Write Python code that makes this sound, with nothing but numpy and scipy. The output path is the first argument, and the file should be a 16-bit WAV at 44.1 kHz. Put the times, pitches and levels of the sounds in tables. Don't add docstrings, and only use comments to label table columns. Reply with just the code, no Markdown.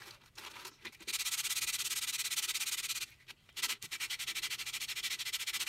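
import sys
import numpy as np
from scipy import signal
from scipy.fft import rfft, irfft, next_fast_len
from scipy.io import wavfile
from scipy.ndimage import uniform_filter1d

SR = 44100
rng = np.random.default_rng(int(sys.argv[2]) if len(sys.argv) > 2 else 0)


def amp(db):
    return 10 ** (np.asarray(db, float) / 20)


def write(x):
    x = np.atleast_2d(x).T
    wavfile.write(sys.argv[1], SR, np.round(np.clip(x, -1, 1) * 32767).astype(np.int16))


N = 250488

# start in seconds, speeding up in ms, slowing down in ms, level in dB, bite of the grit in dB.
FOLDING = [(0.0, 6.6, 106, -50.5, -5.5), (.055, 16, 52, -50, -1.5), (.118, 28, 35, -58, -6),
           (.183, 41, 19, -62, -11), (.232, 6.6, 20, -61, -4), (.252, 11, 28, -57.5, -2),
           (.372, 17, 20, -45.5, -2.5), (.405, 24, 22, -48, -3.5), (.444, 6, 7, -43.5, -3),
           (.459, 6.3, 18, -40, -5), (.488, 28, 8.8, -48.5, -3), (.532, 8, 9.6, -50, -17),
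           (.551, 13, 25, -46, -6), (.583, 16, 60, -47.5, -5.5), (.648, 4.2, 12, -41, -1),
           (.662, 7.7, 22, -45, 2.5), (.714, 5.5, 8.4, -63, -6), (.728, 17, 26, -68, 1),
           (.849, 5.6, 9.8, -39.5, -7.5)]
PAPER_TOUCHES = [(.8, 75, 24, -53.5, -7), (.862, 7, 16, -44.5, -17), (.921, 5, 24, -56.5, 0),
                 (.945, 3.8, 7.7, -55, 1), (.998, 10, 12, -48, -10), (1.014, 10, 14, -47, -6),
                 (3.062, 25, 22, -55, -4), (3.096, 30, 37, -57.5, -6), (3.195, 22, 29, -59, -7),
                 (3.284, 12, 7.7, -40.5, -8), (3.298, 7, 8.6, -37, -7), (3.312, 5, 22, -59, -8),
                 (3.484, 8, 18, -56, -11), (3.512, 6.8, 8, -71, -8), (3.545, 18, 8, -62, -3),
                 (1.055, 17, 8, -62, -3), (.963, 8, 30, -68, -6)]
# start in seconds, length in ms, level in dB, bite of the grit in dB.
BENCH_PUSHES = [(1.073, 43, -34, -4), (1.185, 47, -32, -2), (1.31, 48, -31.5, 0.5),
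                (1.433, 48.5, -32, -0.6), (1.552, 46.4, -32, 1), (1.667, 45.6, -31.5, 0),
                (1.783, 49, -32.5, -1), (1.896, 46.7, -33.5, 1.5), (2.011, 45.6, -33.5, 0),
                (2.124, 45.7, -33.5, -.4), (2.239, 48.4, -33.5, -0.5), (2.361, 44.3, -30.5, 0.5),
                (2.476, 45.6, -31, -1.5), (2.597, 49, -33, 0.3), (2.711, 47.7, -33.5, 1.5),
                (2.825, 47.2, -35.5, 0), (2.944, 47, -35, -1)]
BENCH_PULLS = [(1.126, 45, -30.5, -1), (1.247, 50.7, -32, 0), (1.371, 47, -32, 1), (1.493, 46.8, -32, 1),
               (1.609, 46, -32.5, 0.5), (1.723, 47.4, -33, 1.5), (1.84, 45, -34, 2),
               (1.952, 46.7, -33.5, 2), (2.068, 46.4, -33, 0), (2.181, 44, -31.5, 0.2),
               (2.303, 46.4, -32, -0.5), (2.418, 44.3, -32, 0), (2.539, 44.4, -32.5, -0.5),
               (2.657, 47, -34, 1), (2.769, 43.7, -34, -1), (2.885, 47.3, -32, -1.5),
               (3.003, 41.7, -34, -3)]
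PALM_STROKES = [(3.565, 45.6, -35, -6.5), (3.623, 50.3, -28, -3.5), (3.684, 59.6, -31.5, -3.5),
                (3.817, 49.3, -41.5, -2), (3.914, 55, -36, -4.5), (3.998, 70, -35, -3.5),
                (4.098, 60, -33, -6.5), (4.19, 58.3, -34.5, -4.5), (4.268, 57, -33, -6),
                (4.35, 51.5, -33, -5), (4.422, 58, -32.5, -5), (4.5, 59.4, -34, -5),
                (4.582, 53.3, -35, -6.5), (4.657, 53, -36, -4.5), (4.728, 53, -34, -4.5),
                (4.801, 55, -34, -4), (4.879, 55, -34, -6), (4.956, 53, -35, -4.5), (5.029, 57, -31, -6),
                (5.1, 62, -31.5, -6.5), (5.187, 45, -33, -7.5), (5.252, 54, -33.5, -5.5),
                (5.326, 45, -30, -4.5), (5.39, 52, -35.5, -3.5), (5.466, 46.7, -32.5, -4.5),
                (5.53, 47.6, -31.5, -3.5), (5.595, 46.4, -31, -3.5), (5.662, 45, -33.5, -3.5)]

PUSH_PRESS_DB = [-0.032, 0.044, -.6, 0.22, -1.5, 0.62, -0.98, 1.2, 0.74, 0.035, -.1, 0.094, .1, 1.7, 0.58,
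                 1.1, 1.3]
PULL_PRESS_DB = [-1.4, -0.44, -.2, -.6, -0.78, -0.78, -0.16, .3, -0.5, -1, 0.24, 0.85, 1, 1, 1, -1.5, 0.74]
PALM_PRESS_DB = [-2, -2.5, 1, -1.5, 3, 2.5, -0.2, -1.5, -0.5, -1.5, -0.5, 0.7, -1.2, -1.8, 0, -4, -0.2, -1,
                 -2.7, -2.5, -4, -2.5, -2.5, 0, -0.5, -0.7, -1.5, 2.5]
PUSH_SLANT_DB = [2, -2, 2, .3, -2, -3, -3, 1, -3, -1, -4, 0, -1, -7, -6, -.3, 0]
PULL_SLANT_DB = [-.3, .3, .3, -.6, -1.5, -.6, -.3, .3, -.3, .6, 1.5, .6, -.3, .3, -.3, -.6, .6]
PALM_SLANT_DB = [2.5, -8, -8, 6, -3.5, 0, -2.5, -0.5, -2, 2, -5, -.3, -1, 1, .6, 4, 2, 3, -1, -4, 3, 2, 2,
                 4, -2, 5, -.3, 4]
PALM_DOME_DB = [.6, 4, 3.6, .3, 1.5, 1.3, .3, .3, .3, .6, .3, 1.2, .3, .3, .3, .3, .3, .3, .3, 2.5, .3, .3,
                1.5, .3, .6, .3, .6, .3]
# dull zone at start, dull zone at end, middle zone at start, middle zone at end, all in dB.
PUSH_LEAN_DB = (-1.3, 1.4, -1.2, -0.87)
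PULL_LEAN_DB = (.4, -0.34, 0.55, -0.25)
PALM_PUSH_LEAN_DB = (-7, -0.4, 3.5, 2)
PALM_PULL_LEAN_DB = (-1.7, -2.8, 2.2, 1.7)

# frequency in Hz, level in dB per Hz.
HANDLING_COLOUR = [(280, -34), (520, -14.5), (712, -17), (940, -8.5), (1190, -9), (2430, 0.5), (2980, -2),
                   (4060, -4.5), (7610, -22), (11300, -19), (15800, -31)]
BENCH_COLOUR = [(280, -45), (480, -55), (692, -38), (801, -20.5), (1300, -10.5), (1820, -11.5),
                (1950, -5.5), (2400, -1.5), (4000, -1.5), (4980, -5), (9070, -6), (12300, -11),
                (15800, -20.5)]
PALM_COLOUR = [(280, -71), (480, -25.5), (1070, -6.5), (1340, -7), (1660, -9.5), (2010, -2.5), (3120, -5),
               (4360, -7), (4830, -9.5), (8430, -8.5), (10300, -11), (12500, -13.5), (15800, -22.5)]
# centre in Hz, width in Hz, gain in dB.
BENCH_GRIP = [
    (1300, 70, 1.5),
    (2370, 50, -0.5),
    (2474, 52, 4.5),
    (2550, 50, -2.5),
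    (3200, 63, 1.5),
    (3340, 58, -6),
    (3930, 89, 1.5),
    (4760, 80, -1),
    (5300, 58, -9),
]
PALM_GRIP = [
    (2117, 87, 6),
    (2210, 66, -1),
    (2310, 61, 5.5),
    (2380, 73, 2.5),
    (2700, 54, 3.5),
    (3570, 60, -4.5),
    (4300, 120, 2.5),
    (4700, 99, 0.5),
    (4960, 81, 2),
    (5330, 98, 5),
]
# centre in Hz, width in Hz, gain in dB.
HOUSING_BANDS = [(725, 24, -10), (1312, 75, 4), (1827, 270, -3.5), (2000, 193, 5), (2108, 54, -12),
                 (2416, 92, 3.5), (2490, 83, -1.5), (2965, 68, -1.5), (3220, 89, 1.5), (3350, 31, -2),
                 (4020, 100, 2.5), (4940, 93, -10), (6900, 130, 1), (825, 340, 5.5), (5440, 100, -1),
                 (10260, 740, -7.5), (11400, 760, -0.5)]

# time in seconds, level in dB.
CONTACT = [(0.0, -49), (.176, -72), (.336, -68), (.416, -59), (.658, -58), (.93, -61.5), (1.12, -64),
           (1.28, -46.5), (1.6, -50.5), (2.19, -51.5), (2.64, -47.5), (3.0, -60), (3.26, -64),
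           (3.55, -62.5), (3.8, -65), (3.96, -52), (4.38, -57), (5.68, -52)]
# start in seconds, length in ms, level in dB, pitch in Hz.
PAPER_CREAKS = [(0.018, 9, -52, 1650), (.08, 200, -82, 560), (.107, 9.3, -52, 4300), (.36, 45, -77, 6900),
                (.37, 25, -61, 2600), (.378, 11.4, -58, 5470), (.382, 8.4, -50.5, 4180),
                (.41, 60, -63, 2450), (.41, 73, -65, 1030), (.44, 81, -69, 6900), (.448, 6.8, -57, 4300),
                (0.449, 5.2, -46, 2380), (.465, 25, -52.5, 3280), (.47, 36, -62, 1020),
                (.54, 110, -65, 3300), (.56, 45, -76, 6800), (.565, 8.4, -53, 2100), (0.556, 56, -63, 1010),
                (.651, 9, -54, 6860), (0.651, 12, -56, 1040), (.66, 25, -60, 5500), (.7, 100, -69.5, 5400),
                (.73, 34, -71, 3900), (.775, 84, -74, 2100), (.851, 10, -46.5, 2000), (.852, 9, -61, 7000),
                (.863, 24, -49.5, 2230), (.864, 17.5, -50.5, 3800), (.89, 40, -75, 4000),
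                (.922, 20, -60, 2340), (.945, 22, -59, 2300), (1.004, 11, -62, 7200),
                (1.012, 25, -68, 3940), (1.02, 22, -68, 9000), (3.055, 45, -71, 2100),
                (3.07, 30, -70, 3900), (3.1, 58, -69, 2320), (3.19, 74, -70, 2030), (3.36, 90, -76, 2900),
                (3.37, 79, -80, 4300), (3.43, 62, -79, 3000), (3.5, 54, -73, 3200), (3.64, 26, -59.5, 940),
                (3.7, 22, -68, 900), (.017, 20, -61, 4700), (.215, 13, -69, 3320), (.278, 8.8, -69, 3750),
                (3.835, 25, -72, 920), (.68, 30, -67, 3000)]
# start in seconds, length in ms, level in dB, centre in Hz.
PAPER_TICKS = [(.106, 9.9, -57, 4500), (.235, 8.2, -69, 3480), (.238, 3.4, -64, 1300),
               (.353, 15, -63, 5500), (.018, 8, -59, 1500), (.109, 5, -59, 7000), (.385, 4, -53, 4200),
               (.854, 4.4, -50, 2200), (.867, 5, -51, 3000), (3.305, 6, -50, 2500), (3.49, 4.3, -60, 1500),
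               (.464, 4, -53, 3200), (.481, 3.8, -52, 3000), (.515, 7.7, -63, 4020), (.568, 6.1, -64, 4000),
               (.597, 5, -58, 3000), (.648, 4.8, -54, 4800), (.675, 11, -56, 2510), (.714, 13.5, -66, 1500),
               (.823, 13, -64, 3000), (.85, 10, -60, 4500), (.948, 6.6, -70, 6500), (3.055, 55, -69, 6800),
               (3.103, 6, -62, 12000), (3.526, 5.4, -72, 7500), (3.495, 6, -71, 11000),
               (.071, 7, -63, 9000), (.393, 7, -58, 11000), (.511, 10, -57, 3200), (.676, 7.6, -56, 8500),
               (.924, 4, -68, 8000), (1.036, 6, -60, 3200), (.216, 3, -74, 7000), (.143, 11, -65, 4500),
               (3.266, 14, -68, 2600), (.541, 8, -65, 3200), (3.269, 37, -79, 2500),
               (3.489, 13, -61.5, 2180), (3.744, 42, -60.5, 2460), (3.825, 4.2, -41.5, 6200)]
# start in seconds, peak in dB, pitch in Hz, T60 in seconds.
BENCH_BUMPS = [(.07, -51.5, 348, 0.11), (.41, -53, 338, 0.073), (0.653, -48, 378, 0.14),
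               (.716, -48.5, 303, 0.044), (0.849, -46.5, 340, 0.1), (0.851, -53, 210, 0.062),
               (1.006, -47.5, 330, 0.087), (1.006, -52, 202, 0.077), (1.075, -35.5, 395, 0.032),
               (1.075, -46, 250, .03), (3.622, -58, 378, .05), (3.642, -50, 355, 0.065),
               (3.643, -59, 200, 0.041), (3.644, -60, 604, 0.045), (3.684, -63, 420, .05),
               (3.821, -57, 407, .08), (3.831, -48.5, 110, 0.086), (3.836, -46.5, 176, 0.062),
               (3.853, -49.5, 340, 0.05), (3.87, -52, 150, 0.073)]
# centre in Hz, width in Hz, level in dB.
BENCH_MODES = [
    (352, 88, 7),
    (396, 52, 1.5),
    (230.3, 48, 1),
]
# frequency in Hz, level in dB per Hz.
ROOM_TONE = [(12, -31), (33, -5.5), (58, -4.5), (90, -6), (123, 0), (153, -7.5), (197, -14.5), (431, -21.5),
             (637, -24), (2880, -40), (15800, -41)]


def unit(x):
    return x / np.sqrt(np.mean(x ** 2))


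def loudness(x, ms):
    return np.sqrt(np.abs(uniform_filter1d(x ** 2, int(ms * SR / 1000))))


def walk(rate):
    hold = int(SR / rate)
    levels = rng.standard_normal(N // hold + 1)
    return 1.2 * uniform_filter1d(np.repeat(levels, hold), hold)[:N]


def bins():
    return np.linspace(1, SR / 2, 4097)


def causal(x, db):
    cepstrum = irfft(db * np.log(10) / 20)
    half = len(cepstrum) // 2
    cepstrum[1:half] *= 2
    cepstrum[half + 1:] = 0
    response = irfft(np.exp(rfft(cepstrum)))[:half]
    return signal.fftconvolve(x, response)[:N]


def colour(x, points):
    hz, db = np.transpose(points)
    return causal(x, np.interp(np.log(bins()), np.log(hz), db, left=-60, right=-60))


def narrow(x, bands):
    return causal(x, sum(db / (1 + (2 * (bins() - hz) / width) ** 2) for hz, width, db in bands))


def band(x, lo_hz, hi_hz):
    return signal.sosfilt(signal.butter(3, [lo_hz, hi_hz], "bandpass", fs=SR, output="sos"), x)


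def ring(x, hz, width):
    b, a = signal.iirpeak(hz, hz / width, SR)
    return signal.lfilter(b, a, signal.lfilter(b, a, x))


def zones(x):
    dull_top_hz, bright_floor_hz = 2800, 3570
    size = next_fast_len(N)
    hz = np.linspace(1, SR / 2, size // 2 + 1)
    spectrum = rfft(x, size)
    dull = irfft(spectrum / (1 + (hz / dull_top_hz) ** 12), size)[:N]
    bright = irfft(spectrum / (1 + (bright_floor_hz / hz) ** 12), size)[:N]
    return dull, x - dull - bright, bright


def room_tone():
    air = unit(colour(rng.standard_normal(N), ROOM_TONE)) * amp(-68 + 1.3 * walk(3.24))
    hum_hz = 122
    hum = np.sqrt(2) * np.sin(2 * np.pi * hum_hz * np.arange(N) / SR)
    return air + hum * amp(-98 + 2.6 * walk(7.5))


def grit(share, spread_db):
    catch, sign, size = rng.random(N), rng.standard_normal(N), rng.exponential(size=N)
    return unit((catch < share) * sign * amp(spread_db * size))


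def rustle():
    rub = colour(grit(share=0.28, spread_db=2.0), PALM_COLOUR)
    dull = unit(band(rub, 450, 4500))
    fine = unit(band(rub, 4500, 17000)) * amp(-3.5 + 2.0 * walk(5.73))
    seconds, db = np.transpose(CONTACT)
    firmness = amp(np.interp(np.arange(N) / SR, seconds, db))
    return (dull + fine) * firmness * amp(-11.0 + 2.0 * walk(30))


def with_body(rows, body_db, db_per_s):
    return [(*row, body_db + db_per_s * (row[0] - rows[0][0])) for row in rows]


def swings(table, rise, body_db, db_per_s):
    rows = [(start, rise * ms, (1 - rise) * ms, db, bite_db) for start, ms, db, bite_db in table]
    return with_body(rows, body_db, db_per_s)


def leaning(rows, leans_db, *habits_db):
    return [(*row, leans_db[k % len(leans_db)], *(habit[k % len(habit)] for habit in habits_db))
            for k, row in enumerate(rows)]


def strokes(table, points, edge_db, fullness, taper, sharpen, patchy_db, share, spread_db, trim_db):
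    powers = np.zeros((5, N))
    for start, up_ms, down_ms, db, hiss_db, body_db, lean_db, press_db, slant_db, dome_db in table:
        first = max(int((start - 3 * up_ms / 1000) * SR), 0)
        last = min(int((start + (up_ms + 4 * down_ms) / 1000) * SR), N)
        ms = (np.arange(first, last) / SR - start) * 1000 - up_ms
        off_middle = np.where(ms < 0, -ms / up_ms, ms / down_ms)
        slowing_db = edge_db * off_middle ** np.where(ms < 0, fullness, taper)
        reach = np.clip((ms + up_ms) / (up_ms + down_ms), 0, 1)
        dull_start, dull_end, middle_start, middle_end = lean_db
        layers_db = (body_db + 0.47 * press_db,
                     dull_start + (dull_end - dull_start) * reach + press_db,
                     middle_start + (middle_end - middle_start) * reach,
                     0,
                     hiss_db + (sharpen - 1) * slowing_db)
        stroke_db = db + slowing_db + slant_db * (reach - .5) - dome_db * (2 * reach - 1) ** 2
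        for power, layer_db in zip(powers, layers_db):
            power[first:last] += amp(stroke_db + layer_db) ** 2
    rub = colour(grit(share, spread_db), points)
    body, hiss = unit(band(rub, 450, 1550)), unit(band(rub, 5400, 17000))
    parts = body, *zones(unit(band(rub, 1550, 5400))), hiss
    nap = walk(90)
    body_flicker, scrape_flicker, hiss_flicker = walk(61.5), walk(60), walk(59.7)
    flickers = body_flicker, scrape_flicker, scrape_flicker, scrape_flicker, hiss_flicker
    out = np.zeros(N)
    for power, part, flicker in zip(powers, parts, flickers):
        out += np.sqrt(power) * part * amp(patchy_db * (nap + 0.26 * flicker))
    return amp(trim_db) * out


def handling():
    rows = with_body(FOLDING, body_db=-5.5, db_per_s=0) + with_body(PAPER_TOUCHES, body_db=-8.5, db_per_s=-3)
    rows = leaning(rows, [np.zeros(4)], [0], [0], [0])
    return strokes(rows, HANDLING_COLOUR, edge_db=-9.0, fullness=1.7, taper=2.1, sharpen=1.3,
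                   patchy_db=1.55, share=.45, spread_db=1.8, trim_db=-5.0)


def creaks(table, sharpness):
    out, rub = np.zeros(N), grit(share=0.44, spread_db=0.2)
    for start, length_ms, db, hz in table:
        first, count = int(start * SR), int(length_ms * SR / 1000)
        creak = ring(rub[first:first + 2 * count], hz, hz / sharpness)[count:]
        swell = np.sin(np.pi * np.linspace(0, 1, count) ** .5)
        out[first:first + count] += amp(db + 4) * unit(creak) * swell
    return out


def bench_top(bench, palm, hands):
    force = loudness(bench + palm + hands, ms=8.1)
    pulse = force / (uniform_filter1d(force, SR // 8) + 1e-5)
    shake = rng.standard_normal(N) * pulse ** 0.28 * amp(1.9 * walk(22))
    drone = unit(sum(amp(db) * unit(ring(shake, hz, width)) for hz, width, db in BENCH_MODES))
    bench, palm, hands = (band(x, 450, 1550) for x in (bench, palm, hands))
    load = loudness(amp(-12) * bench + amp(-11.5) * palm, ms=120) + amp(-8) * loudness(hands, ms=79)
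    tremble_db, tremble_t60_s = -27.5, 0.3
    bumps = np.zeros(N)
    for start, db, hz, t60 in BENCH_BUMPS:
        age = np.clip(np.arange(N) / SR - start, 0, None)
        touch = amp(db) * (1 - np.exp(-age / 0.0032))
        bumps += touch * np.sin(2 * np.pi * hz * age) * amp(-60 * age / t60)
        load = load + touch * amp(tremble_db - 60 * age / tremble_t60_s)
    return bumps + drone * load


def bench_sanding():
    pushes = swings(BENCH_PUSHES, rise=0.56, body_db=-17.5, db_per_s=0.093)
    pulls = swings(BENCH_PULLS, rise=0.52, body_db=-15.5, db_per_s=-3)
    rows = (leaning(pushes, [PUSH_LEAN_DB], PUSH_PRESS_DB, PUSH_SLANT_DB, [.3])
            + leaning(pulls, [PULL_LEAN_DB], PULL_PRESS_DB, PULL_SLANT_DB, [.3]))
    return strokes(rows, BENCH_COLOUR, edge_db=-14.5, fullness=3.86, taper=3.95, sharpen=1.37,
                   patchy_db=-0.2, share=0.95, spread_db=-0.5, trim_db=-4.5)


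def palm_sanding():
    regrip_s, regrip_db = 5.52, 5
    rows = swings(PALM_STROKES, rise=0.47, body_db=-17.5, db_per_s=-2.5)
    rows = [(*row[:5], row[5] + regrip_db * (row[0] > regrip_s)) for row in rows]
    rows = leaning(rows, [PALM_PUSH_LEAN_DB, PALM_PULL_LEAN_DB], PALM_PRESS_DB, PALM_SLANT_DB, PALM_DOME_DB)
    return strokes(rows, PALM_COLOUR, edge_db=-12.5, fullness=4.25, taper=3.44, sharpen=1.3,
                   patchy_db=0.0, share=1.0, spread_db=-0.7, trim_db=-4.5)


def hand_echo(x, db, ms, sway_ms):
    late = np.arange(N) - SR / 1000 * (ms + sway_ms * walk(9))
    return x + amp(db) * np.interp(late, np.arange(N), x)


def room(x):
    t60_s, tail_db = .1, -17
    age = np.arange(SR // 2) / SR
    tail = rng.standard_normal(len(age)) * amp(-60 * age / t60_s) * (age > .004)
    return x + amp(tail_db) * signal.fftconvolve(x, tail / np.sqrt(np.sum(tail ** 2)))[:N]


def scene():
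    hands, bench, palm = handling(), bench_sanding(), palm_sanding()
    paper = creaks(PAPER_CREAKS, sharpness=3.8) + creaks(PAPER_TICKS, sharpness=0.87)
    rubbing = narrow(bench, BENCH_GRIP) + narrow(palm, PALM_GRIP) + hands + rustle()
    near_hand = hand_echo(rubbing, db=-15.5, ms=0.584, sway_ms=0.091) + paper
    heard = narrow(room(near_hand), HOUSING_BANDS)
    heard = hand_echo(heard, db=-13.5, ms=3.2, sway_ms=0.352)
    return (heard + bench_top(bench, palm, hands + paper) + room_tone())[None]


def band_limit(x):
    return signal.sosfilt(signal.butter(12, 15840, fs=SR, output="sos"), x)


def record(dry):
    top_hz = 15800
    mix = signal.sosfilt(signal.ellip(10, .2, 70, top_hz, fs=SR, output="sos"), dry)
    return band_limit(mix)


dry = scene()
out = record(dry)
write(out)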